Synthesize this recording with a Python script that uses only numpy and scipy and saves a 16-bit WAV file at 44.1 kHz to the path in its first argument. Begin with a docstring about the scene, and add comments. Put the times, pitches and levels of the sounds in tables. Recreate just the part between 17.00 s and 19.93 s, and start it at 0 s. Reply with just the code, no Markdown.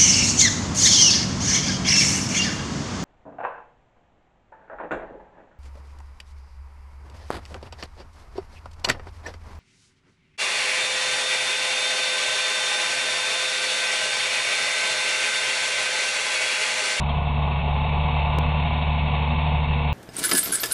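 """An open field: a six-cylinder diesel tractor pulls a planter, far from the microphone.
The exhaust drones in partials of the firing rate; noise bursts at each firing ring as block knock
and injector clatter; pump, gears and whistles are wavering sines.
Moving air makes the upper sounds waver over a low noise rumble.
One faint chirp (a sine with rasp) and one small tick (a step and a pulse) pass."""
import sys
import numpy as np
from scipy import signal
from scipy.fft import rfft, irfft
from scipy.io import wavfile
from scipy.ndimage import uniform_filter1d

SR = 44100
rng = np.random.default_rng(int(sys.argv[2]) if len(sys.argv) > 2 else 0)


def put_to_file(sound):
    """Save the sound as 16-bit audio at rate SR, in the file named by the first command-line argument."""
    columns = np.atleast_2d(sound).T  # one column per channel
    safe = np.clip(columns, -1, 1)
    whole_steps = np.round(safe * 32767)
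    wavfile.write(sys.argv[1], SR, whole_steps.astype(np.int16))


N = 129213

# engine speed, sagging under load and recovering: time_s, firing_rate_hz
ENGINE_SPEED = [(0, 71.4), (.25, 72.6), (.41, 72.5), (.56, 70.9), (.8, 72.3), (.94, 73.7), (1.07, 73.3),
                (1.3, 73.8), (1.58, 74.5), (1.75, 73.8), (2., 74.1), (2.22, 72.4), (2.45, 74.9),
                (2.68, 73.1), (2.93, 72.7)]
# cylinders in firing order: relative blow strength [dB]
CYLINDER_DB = [2.5, -1, 1, -4.5, 1.5, -5]
# levels at the microphone, before each source's trim: time_s, knock_db, clatter_db
CARRY_LEVELS = [(0, -31.5, -40.5), (.15, -32, -38), (.55, -31, -37), (.8, -30.5, -36.5), (1.05, -30.5, -35),
                (1.35, -29, -35), (1.62, -31, -34), (1.95, -31.5, -35), (2.12, -30.5, -34.5),
                (2.5, -32, -34.5), (2.93, -32.5, -35.5)]
AIR_HZ = 11  # rate of the slow waver in moving air


def undb(db):
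    """Decibels to amplitude gain."""
    return 10 ** (np.asarray(db) / 20)


def unit(x):
    """Scale to rms 1 about the mean."""
    return x / np.std(x)


def curve(rows, column=1):
    """One table column, joined by straight lines in time."""
    rows = np.array(rows)
    return np.interp(np.arange(N) / SR, rows[:, 0], rows[:, column])


def colour(x, points):
    """Shape a spectrum by (Hz, dB) points joined over log frequency; rms 1."""
    hz, db = np.array(points).T
    bins_hz = np.maximum(np.fft.rfftfreq(N, 1 / SR), 1)
    gain_db = np.interp(np.log(bins_hz), np.log(hz), db, left=-80, right=-80)
    return unit(irfft(rfft(x) * undb(gain_db), N))


def walk(rate_hz):
    """Smooth random drift with spread 1: held noise, averaged twice."""
    hold = int(SR / rate_hz)
    held = np.repeat(rng.standard_normal(N // hold + 2), hold)
    smooth = uniform_filter1d(uniform_filter1d(held, hold), hold)
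    return unit(smooth[:N])


def tone(turns, fade_db, wander_rad):
    """A sine, rms 1 before fading; strength and phase waver on the way across the field."""
    flutter_hz = 40.15
    drift = walk(AIR_HZ) + walk(flutter_hz) / 2
    phase = 2 * np.pi * turns + wander_rad * drift
    return np.sqrt(2) * np.sin(phase) * undb(fade_db * walk(AIR_HZ))


def blows(firings, decay_s, scatter_db, repeat, hold):
    """A noise burst per firing: part fixed per cylinder, part new, with a lingering tail."""
    size = SR // 12
    smear_s = .004  # distance softens each onset
    starts = np.flatnonzero(np.diff(np.floor(firings), prepend=-1))
    own = rng.standard_normal((len(CYLINDER_DB), size))
    fresh = rng.standard_normal((len(starts), size))
    age_s = np.arange(size) / SR
    onset = 1 - np.exp(-age_s / smear_s)
    tail = hold * np.linspace(1, 0, size)
    envelope = onset * (np.exp(-age_s / decay_s) + tail)
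    out = np.zeros(N + size)
    for k, start in enumerate(starts):
        cylinder = k % len(CYLINDER_DB)
        burst = np.sqrt(repeat) * own[cylinder] + np.sqrt(1 - repeat) * fresh[k]
        strength_db = CYLINDER_DB[cylinder] + scatter_db * fresh[k, -1]
        out[start:start + size] += burst * envelope * undb(strength_db)
    out[:size] += out[N:]  # the engine is already running at the start
    return out[:N]


def rumble():
    """Low rumble of machine and open air: shaped noise."""
    # freq_hz, relative density_db
    spectrum = [(8, -13.5), (16, -4), (30, 1), (55, 0), (92, -5.5), (130, -2.5), (165, 1), (195, -6),
                (230, -5), (260, -13), (300, -23.5), (500, -25), (1500, -41)]
    return undb(-31.5) * colour(rng.standard_normal(N), spectrum)


def chirp():
    """One faint, short, high chirp: a sine and rasping noise under a Gaussian envelope."""
    # rasp: freq_hz, relative density_db
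    rasp_spectrum = [(3000, -18), (3250, 1), (3700, -6), (4000, -7), (4400, -26)]
    centre_s, pitch_hz, width_s, level_db, rasp_db = .1, 3193, .012, -35.5, -4
    t = np.arange(N) / SR - centre_s
    rasp = undb(rasp_db) * colour(rng.standard_normal(N), rasp_spectrum)
    envelope = undb(level_db) * np.exp(-(t / width_s) ** 2)
    return envelope * (np.sin(2 * np.pi * pitch_hz * t) + rasp)


def tick():
    """One small dry tick: a sign-flipping step, fading to both sides, less a short thump pulse."""
    centre_s, decay_s, step_db = 1.387, 0.0037, -20
    thump_width_s, thump_db = .0005, -16.5
    t = np.arange(N) / SR - centre_s
    step = undb(step_db) * np.sign(t) * np.exp(-np.abs(t) / decay_s)
    thump = undb(thump_db) * np.exp(-(t / thump_width_s) ** 2)
    return step - thump


def whine(firings):
    """Pump and gear sines follow the engine speed; thin whistles hold their pitch."""
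    # pump and gears: multiple of firing rate, level_db
    pump_tones = [(3.23, -42.5), (6.46, -48), (9.69, -46), (13, -45), (13.6, -45)]
    # timing gear: time_s, level_db
    gear_levels = [(0, -44), (.6, -40.5), (.85, -36.5), (1.28, -33.5), (1.5, -44), (1.95, -42.5),
                   (2.2, -41.5), (2.52, -35), (2.93, -42.5)]
    # whistles: pitch_hz, level_db
    whistles = [(1461, -55.5), (2600, -52), (3605, -64)]
    gear_order = 12  # multiple of firing rate
    t = np.arange(N) / SR
    pump = sum(undb(db) * tone(k * firings, fade_db=2.5, wander_rad=.5) for k, db in pump_tones)
    gear = undb(curve(gear_levels)) * tone(gear_order * firings, fade_db=1.6, wander_rad=.35)
    whistle = sum(undb(db) * tone(hz * t, fade_db=3.0, wander_rad=0.54) for hz, db in whistles)
    return pump + gear + whistle


def clatter(firings):
    """Injectors and valves rattle: bursts through their ring, smeared by distance."""
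    # injectors and valve gear: freq_hz, relative density_db
    gear_ring = [(1300, -22), (1700, -12.5), (2000, -8), (2270, 0.5), (2490, -6), (2580, 2.5), (2730, 0),
                 (3080, -8), (3400, -7.5), (3780, -6.5), (4000, -19.5), (4250, -21), (4500, -41)]
    trim_db, waver_db = 0.5, .2
    bursts = blows(firings, decay_s=0.032, scatter_db=1., repeat=.1, hold=0.17)
    level_db = trim_db + curve(CARRY_LEVELS, column=2) + waver_db * walk(AIR_HZ)
    return colour(bursts, gear_ring) * undb(level_db)


def knock(firings):
    """Combustion knocks ring the engine block; tails linger in echoes from ground and trees."""
    # engine block: freq_hz, relative density_db
    block_ring = [(280, -24.5), (370, -9.5), (510, -10), (585, -0.5), (635, -5), (715, 3), (765, -1.5),
                  (865, 1.5), (925, -4.5), (970, 1), (1060, -3), (1130, -2), (1270, -15), (1430, -14.5),
                  (1620, -26), (2000, -23)]
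    trim_db, waver_db = -0.18, 0.26
    bursts = blows(firings, decay_s=0.011, scatter_db=0.72, repeat=.35, hold=0.25)
    level_db = trim_db + curve(CARRY_LEVELS, column=1) + waver_db * walk(AIR_HZ)
    return colour(bursts, block_ring) * undb(level_db)


def exhaust(firings):
    """Muffled gas pulses as sine partials; unequal cylinders add weak partials in between."""
    # multiple of firing rate (rounded to sixths below), level_db at cruise
    partials = [(1 / 2, -48.5), (0.98, -24), (3 / 2, -41.5), (2, -27.5), (13 / 6, -41), (3, -51), (5, -58)]
    cruise_hz, swell_db_per_hz = 73.3, .5  # weaker when the speed sags
    throb_db, throb_hz = .4, 22
    count = len(CYLINDER_DB)
    wave = np.zeros(N)
    for multiple, db in partials:
        order = round(multiple * count) / count
        wave -= undb(db) * np.sin(2 * np.pi * order * firings)
    swell_db = swell_db_per_hz * (curve(ENGINE_SPEED) - cruise_hz)
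    return np.sqrt(2) * wave * undb(swell_db + throb_db * walk(throb_hz))


def scene():
    """All engine sounds run from one count of firings, over the rumble and chirp."""
    firings = np.cumsum(curve(ENGINE_SPEED)) / SR
    background = rumble() + chirp()
    engine = whine(firings) + clatter(firings) + knock(firings) + exhaust(firings)
    return (background + engine)[None]


def low_pass(x, cutoff_hz):
    """Steep elliptic low-pass."""
    return signal.sosfilt(signal.ellip(10, .2, 80, cutoff_hz, fs=SR, output="sos"), x)


def record(dry):
    """A narrow-band recorder that ticks once; the very top is cut."""
    narrow = low_pass(dry, 4450)
    return low_pass(narrow + tick(), 15900)


dry = scene()
out = record(dry)
put_to_file(out)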